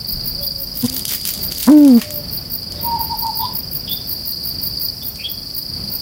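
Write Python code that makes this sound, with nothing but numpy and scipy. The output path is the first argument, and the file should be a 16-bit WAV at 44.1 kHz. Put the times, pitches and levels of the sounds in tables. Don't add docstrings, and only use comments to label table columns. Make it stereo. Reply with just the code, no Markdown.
import sys
import numpy as np
from scipy import signal
from scipy.fft import rfft, irfft, next_fast_len
from scipy.io import wavfile
from scipy.ndimage import uniform_filter1d, map_coordinates

SR = 44100
rng = np.random.default_rng(int(sys.argv[2]) if len(sys.argv) > 2 else 0)


def master_out(mix):
    frames = np.transpose(np.atleast_2d(mix))
    ceiling = np.clip(frames, -1, 1)
    pcm = np.round(ceiling * 32767).astype(np.int16)
    wavfile.write(sys.argv[1], SR, pcm)


N = 265041

AIR_SPECTRUM = [(12, -48), (20, -34), (43, -2.5), (107, -1.5), (197, -4), (299, -10.5), (346, -12.5),
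                (401, -16), (549, -15.5), (623, -17), (908, -22), (1270, -25), (3000, -29), (3900, -31.5),
                (6600, -120)]
AIR_COHERENCE = [(60, 0.35), (180, 0.15), (550, -0.02), (1650, -0.22), (4970, 0.15), (15000, 0.05)]  # f/Hz, left-right correlation
CHORUS_SPECTRUM = [(2500, -28), (3900, -16), (4500, 11.5), (5200, 5), (5700, 0), (6400, -19), (8300, -12),
                   (9700, -10), (10800, -7), (13000, -5.5), (15200, -1), (16200, -13)]

# delay/s, length/s, start f/Hz, end f/Hz at full sweep, level/dB
WING_STROKES = [(0, 0.01096, 4966, 4135, -3), (0.0103, 0.01254, 5101, 4130, -4)]
# t/s, chirps, start period/s, mid period/s, end period/s, first level/dB, last level/dB
NEAR_PHRASES = [(.004, 15, .0372, .0385, .0402, -13, -12), (.92, 18, .049, .0402, .0365, -22, -14.5),
                (1.895, 2, .048, .048, .048, -19, -16), (2.136, 6, .05, .047, .044, -20, -12.5),
                (2.526, 25, .0455, .038, .0368, -17, -11.5), (3.913, 25, .049, .0375, .0376, -17, -11.5),
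                (5.143, 22, .0485, .0372, .0375, -17.5, -11.5)]
FAR_PHRASES = [(0, 39, .0418, .042, .0425, -22, -21), (1.663, 44, .04, .0435, .041, -26, -22),
               (3.508, 34, .0405, .0415, .043, -20, -22), (4.922, 4, .044, .043, .044, -22, -22)]
KATYDID_RUNS = [(0.069, 7, .171, 4, -20.5), (1.253, 3, .158, 4, -18.5), (1.75, 2, .172, 4, -23.5),
                (2.121, 3, .189, 4, -20), (2.81, 12, .1805, 4, -18.5), (5.029, 1, .18, 4, -19),
                (5.296, 1, .18, 2, -20), (5.546, 1, .18, 3, -18.5), (5.899, 1, .18, 4, -20.5)]
FILE_SPECTRUM = [(5000, -21), (8000, -21), (10000, -13.5), (12000, 4.5), (13300, 8.5), (14700, 13.5),
                 (15500, 9), (16200, -5.5)]

PUFF_ENVELOPE = [(.1, -52), (.15, -19), (.22, -34.5), (.4, -37), (.65, -36.5), (.9, -46)]
PUFF_SPECTRUM = [(15, -25), (30, 1), (50, -3), (115, -11), (200, -12.5), (600, -67)]  # f/Hz, level/dB

# t/s, length/s, nominal f/Hz, level/dB
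WHISTLE_NOTES = [(.35, 0.14, 583, -39), (.53, 0.17, 565, -45), (1.15, .74, 612, -52.5),
                 (1.95, .32, 610, -37.5), (2.65, 0.31, 595, -44.5)]
CHIP_NOTES = [(.41, 0.05, 3560, -39.5), (3.895, .06, 3586, -21.5), (5.015, .032, 3620, -32.5),
              (5.232, 0.051, 3413, -20.5)]
SQUAWK_NOTES = [(2.75, 0.079, 3900, -43), (3.39, .1, 3660, -35.5), (3.868, 0.044, 3470, -29),
                (5.175, .075, 2640, -35.5)]
YELP_NOTES = [(2.825, 0.11, 953.5, -25), (2.895, 0.095, 938, -18), (2.972, 0.083, 933, -24.5),
              (3.09, 0.07, 933, -21), (3.21, 0.1085, 927.6, -19.5), (3.385, .06, 925, -21),
              (3.415, 0.068, 1003, -24)]
WHISTLE_ARC, CHIP_ARC = (.94, .98, .9), (.94, .97, 1.02)
SQUAWK_ARC, YELP_ARC = (1, .97, 1.04), (.94, .99, .877)

FLURRIES = [(0.734, 0.3, -28.5, -15), (1.072, .09, -22, -5.5), (1.142, 0.22, -33, -17),
            (1.242, 0.08, -25, -9.5), (1.296, 0.21, -32.5, -21), (1.502, 0.028, -29.5, -9),
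            (1.534, 0.22, -23.5, -11.5), (1.64, 0.39, -34.5, -2), (1.962, 0.1, -33.5, 0.5)]
LOUD_SNAPS = [(.9658, -2.5, -16), (.9937, -5, -32), (1.053, 3.5, -37), (1.0806, -1, -33), (1.136, -3, -16),
              (1.2525, 0, -14), (1.2895, -3, -11), (1.3375, -1.5, -26), (1.5225, -0.5, -30),
              (1.5998, -3, -29), (1.6292, 2, -11), (1.8491, -1, -14), (1.8789, -1.5, -30),
              (2.0163, -8.5, 5.5), (2.1065, -6, -16.5), (2.7218, -12, -33), (3.2664, -11, -15),
              (5.1575, -14.5, -13)]
BLADE_SPECTRUM = [(1500, -58), (3000, 0), (5000, 3.5), (7500, -0.5), (11000, 2.5), (16000, -1.5)]
STALK_SPECTRUM = [(300, -5), (900, -11), (2200, 2), (3300, -1.5), (5500, -5.5), (9000, -9)]

GRUNT_NOTES = [(0.823, 0.051, 242.5, -11, 0.15), (0.833, 0.19, 258.5, -30.5, 0.12)]
VOICE_HARMONICS = [(1, -1.5), (2, -19), (3, -31.5), (4, -49), (5, -43), (6, -56)]
HOARSE_SPECTRUM = [(100, -27), (250, -6), (500, -4), (750, -2), (1000, -0.5), (1300, -12), (1700, -9),
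                   (2100, -17), (5000, -48)]
HOOT_CONTOUR = [(1.665, 201.8), (1.693, 255.4), (1.721, 305), (1.779, 298.8), (1.849, 286.6),
                (1.889, 268.6), (1.927, 242), (1.975, 229.6), (2.0, 201)]

# f/Hz, T60/s
FOREST_T60 = [(200, 0.52), (1000, 0.4), (4000, 0.4), (15000, 0.03)]
THICKET_T60 = [(200, 0.11), (5000, 0.097), (15000, 0.24)]

SIDES = np.array([[.5], [-.5]])


def amp(db):
    return 10 ** (np.asarray(db) / 20)


def unit(x):
    return x / np.sqrt(np.mean(x ** 2) + 1e-20)


def along(points, hz):
    f, values = np.transpose(points)
    return np.interp(np.log(hz + 1), np.log(f + 1), values)


def curve(points):
    times, values = np.transpose(points)
    t = np.arange(N) / SR
    return (t >= times[0]) & (t <= times[-1]), np.interp(t, times, values)


def wobble(rate_hz):
    knots = rng.standard_normal(int(N * rate_hz / SR) + 4)
    return map_coordinates(knots, [np.arange(N) * rate_hz / SR])


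def filtered(x, response):
    size = next_fast_len(N + SR // 2)
    return irfft(rfft(x, size) * response(np.fft.rfftfreq(size, 1 / SR)), size)[..., :N]


def coloured(x, spectrum):
    return unit(filtered(x, lambda hz: amp(along(spectrum, hz))))


def noise(spectrum):
    return coloured(rng.standard_normal(N), spectrum)


def noise_pair(spectrum):
    return np.array([noise(spectrum), noise(spectrum)])


def add(track, start_s, sound):
    part = track[..., max(round(start_s * SR), 0):][..., :sound.shape[-1]]
    part += sound[..., :part.shape[-1]]


def note(length_s, arc_hz, taper, rough=0, flutter_hz=1):
    u = np.linspace(0, 1, int(length_s * SR))
    arc = np.polyfit(np.linspace(0, 1, len(arc_hz)), arc_hz, len(arc_hz) - 1)
    knots = rng.standard_normal(int(length_s * flutter_hz) + 2)
    jitter = np.interp(u, np.linspace(0, 1, len(knots)), knots)
    hz = np.polyval(arc, u) * (1 + rough * jitter)
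    envelope = np.abs(np.sin(np.pi * u)) ** taper
    return np.sqrt(2) * envelope * np.sin(2 * np.pi * np.cumsum(hz) / SR)


def placed(x, pan_db, lag_ms):
    return amp(SIDES * pan_db) * filtered(x, lambda hz: np.exp(-2j * np.pi * hz * SIDES * lag_ms / 1000))


def echo(x, t60_table):
    out, hop = np.zeros((2, N)), SR // 4
    for start in range(0, N, hop):
        hz, t, bins = signal.stft(rng.standard_normal((2, SR // 2)), SR, nperseg=256)
        decay = amp(-60 * t / along(t60_table, hz)[:, None])
        _, tail = signal.istft(bins * decay, SR, nperseg=256)
        tail /= np.linalg.norm(tail[0])
        add(out, start / SR, signal.fftconvolve(x[None, start:start + hop], tail, axes=1))
    return out


def air(level_db=-32.5, swing_db=1.55):
    def mid_side_gains(hz):
        angle = np.arccos(along(AIR_COHERENCE, hz)) / 2
        return np.array([np.cos(angle), np.sin(angle)])
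    mid, side = filtered(noise_pair(AIR_SPECTRUM), mid_side_gains)
    return unit(np.array([mid + side, mid - side])) * amp(level_db + swing_db * wobble(5.7))


def insect_chorus(level_db=-32, pan_db=-1.6):
    shimmer_db = .7 * wobble(3) + 1.2 * np.array([wobble(70), wobble(70)])
    return noise_pair(CHORUS_SPECTRUM) * amp(level_db + shimmer_db + SIDES * pan_db)


def cricket(phrases, gain_db, sweep, pan_db, lag_ms, wet_db, overtone_db=-27):
    song = np.zeros(N)
    for start_s, chirps, *periods_s, first_db, last_db in phrases:
        u = np.linspace(0, 1, round(chirps))
        gaps_s = np.interp((u[1:] + u[:-1]) / 2, [0, .5, 1], periods_s)
        onsets_s = start_s + np.append(0, np.cumsum(gaps_s))
        effort_db = gain_db + last_db + (first_db - last_db) * (1 - u) ** 2
        for onset_s, chirp_db in zip(onsets_s, effort_db):
            for delay_s, length_s, start_hz, end_hz, stroke_db in WING_STROKES:
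                scatter_db, detune = rng.normal(0, [1.7, .007])
                glide_hz = sweep * (end_hz - start_hz) * np.array([0, 1 / 3, 1])
                arc_hz = (start_hz + glide_hz) * (1 + detune)
                stroke = note(length_s, arc_hz, taper=1, rough=.012, flutter_hz=600)
                overtone = note(length_s * 2 / 3, 2 * arc_hz[:2], taper=1)
                add(stroke, 0, amp(overtone_db) * overtone)
                add(song, onset_s + delay_s, amp(chirp_db + stroke_db + scatter_db) * stroke)
    return placed(song, pan_db, lag_ms) + amp(wet_db) * echo(song, THICKET_T60)


def crickets():
    near = cricket(NEAR_PHRASES, gain_db=-.5, sweep=.96, pan_db=4.5, lag_ms=.089, wet_db=-4.5)
    far = cricket(FAR_PHRASES, gain_db=-1.5, sweep=.6, pan_db=0, lag_ms=.015, wet_db=-9)
    return near + far


def katydid(gain_db=.5, first_stroke_db=-7, stroke_gap_s=.0175, rise_s=.0095):
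    force, t = np.zeros(N), np.arange(SR // 25) / SR
    stroke = (t / rise_s * np.exp(1 - t / rise_s)) ** 4
    for start_s, chirps, period_s, strokes, db in KATYDID_RUNS:
        for onset_s in start_s + period_s * np.arange(round(chirps)):
            for k in range(round(strokes)):
                stroke_db = db + first_stroke_db * (k == 0) + rng.normal(0, 1)
                add(force, onset_s + k * stroke_gap_s - rise_s / 2, amp(stroke_db) * stroke)
    song = amp(gain_db) * force * noise(FILE_SPECTRUM)
    wet_db = [[-10], [-5.5]]
    return placed(song, pan_db=-10, lag_ms=.1164) + amp(wet_db) * echo(song, THICKET_T60)


def wind_puff():
    gate, db = curve(PUFF_ENVELOPE)
    return gate * amp(db) * noise_pair(PUFF_SPECTRUM)


def far_bird(notes, arc, rough, flutter_hz, wet_db, pan_db, lag_ms):
    song = np.zeros(N)
    for start_s, length_s, hz, db in notes:
        call = note(length_s, hz * np.array(arc), taper=1.32, rough=rough, flutter_hz=flutter_hz)
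        add(song, start_s, amp(db) * call)
    return placed(song, pan_db, lag_ms) + amp(wet_db) * echo(song, FOREST_T60)


def far_birds():
    return (
        far_bird(YELP_NOTES, YELP_ARC, rough=.02, flutter_hz=450, wet_db=-6, pan_db=-1.5, lag_ms=-.05)
        + far_bird(CHIP_NOTES, CHIP_ARC, rough=.035, flutter_hz=1500, wet_db=-9, pan_db=-2, lag_ms=.04)
        + far_bird(SQUAWK_NOTES, SQUAWK_ARC, rough=.08, flutter_hz=1400,
                   wet_db=-6, pan_db=-7, lag_ms=.045)
        + far_bird(WHISTLE_NOTES, WHISTLE_ARC, rough=.01, flutter_hz=60, wet_db=-3, pan_db=0, lag_ms=0))


def crackle(spectrum, spread_db, ticks_per_s=2500):
    fractures = rng.random(N) < ticks_per_s / SR
    ticks = fractures * rng.standard_normal(N) * amp(spread_db * wobble(260))
    stereo = ticks * (1 + .5 * rng.standard_normal((2, N)))
    return coloured(stereo, spectrum)


def nest_rustle(gain_db=1):
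    blades, stalks = np.zeros((2, N))
    for start_s, length_s, db, stalk_db in FLURRIES:
        press = amp(db + gain_db) * np.sqrt(np.hanning(int(length_s * SR)))
        add(blades, start_s, press)
        add(stalks, start_s, amp(stalk_db) * press)
    return (blades * crackle(BLADE_SPECTRUM, spread_db=5)
            + stalks * crackle(STALK_SPECTRUM, spread_db=-2.5))


def small_snaps(per_flurry=2, boost_db=13.5, spread_db=3):
    return [(start_s + length_s * when, db + boost_db + spread_db * (2 * size - 1), stalk_db)
            for start_s, length_s, db, stalk_db in FLURRIES
            for when, size in rng.random((per_flurry, 2))]


def nest_snaps(gain_db=-8, snap_t60_s=.0091, shake_db=-17, shake_t60_s=.26, pan_spread_db=2):
    t = np.arange(SR // 10) / SR
    decay = amp(-60 * t / snap_t60_s) + amp(shake_db - 60 * t / shake_t60_s)
    blades, stalks = np.zeros((2, 2, N))
    for start_s, db, stalk_db in list(LOUD_SNAPS) + small_snaps():
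        pan_db = rng.normal(0, pan_spread_db)
        burst = amp(db + gain_db + SIDES * pan_db) * decay
        add(blades, start_s, burst)
        add(stalks, start_s, amp(stalk_db) * burst)
    return blades * noise_pair(BLADE_SPECTRUM) + stalks * noise(STALK_SPECTRUM)


def throat(pitch_hz, rough, doubling=0, hoarse_db=-3):
    hz = pitch_hz * (1 + .031 * rough * wobble(200))
    phase = 2 * np.pi * np.cumsum(hz) / SR
    tone = np.sqrt(2) * sum(amp(db) * np.sin(order * phase) for order, db in VOICE_HARMONICS)
    puffs = rng.standard_normal(N) * (1 + np.cos(phase))
    rasp = amp(hoarse_db) * rough * coloured(puffs, HOARSE_SPECTRUM)
    return tone + rasp + doubling * np.sin(phase / 2)


def grunt():
    voice = np.zeros(N)
    for start_s, length_s, hz, db, rough in GRUNT_NOTES:
        swell = np.zeros(N)
        add(swell, start_s, amp(db) * np.hanning(int(length_s * SR)))
        voice += swell * throat(hz, rough, doubling=2.5 * rough)
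    return voice


def hoot(gain_db=4.5, sag_db_per_s=18.5, attack_s=.038, release_s=.028, catch_s=.03):
    _, pitch_hz = curve(HOOT_CONTOUR)
    t = np.arange(N) / SR
    age_s = np.maximum(t - HOOT_CONTOUR[0][0], 0)
    remaining_s = HOOT_CONTOUR[-1][0] - t
    attack = np.sin(np.pi / 2 * np.clip(age_s / attack_s, 0, 1)) ** 2
    release = np.clip(remaining_s / release_s, 0, 1)
    catch = np.exp(-(age_s / catch_s) ** 2)
    rough = .024 + .61 * catch + .2 * (1 - release)
    return amp(gain_db - sag_db_per_s * age_s) * attack * release * throat(pitch_hz, rough)


def near_bird(wet_db=-30):
    voice = grunt() + hoot()
    return placed(voice, pan_db=0, lag_ms=.13) + amp(wet_db) * echo(voice, FOREST_T60)


def scene():
    animals = crickets() + katydid() + near_bird() + far_birds()
    return animals + nest_rustle() + nest_snaps() + air() + insect_chorus() + wind_puff()


def record(dry, ceiling=1.0, release_db_per_s=30, cutoff_hz=16100):
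    peak = np.abs(dry).max(axis=0)
    over_db = 20 * np.log10(np.maximum(peak / ceiling, 1))
    ramp_db = release_db_per_s * np.arange(N) / SR
    held_db = np.maximum.accumulate(over_db + ramp_db) - ramp_db
    duck_db = uniform_filter1d(held_db, size=128)
    return filtered(dry * amp(-duck_db), lambda hz: np.clip((cutoff_hz - hz) / 400 + .5, 0, 1) ** 2)


dry = scene()
out = record(dry)
master_out(out)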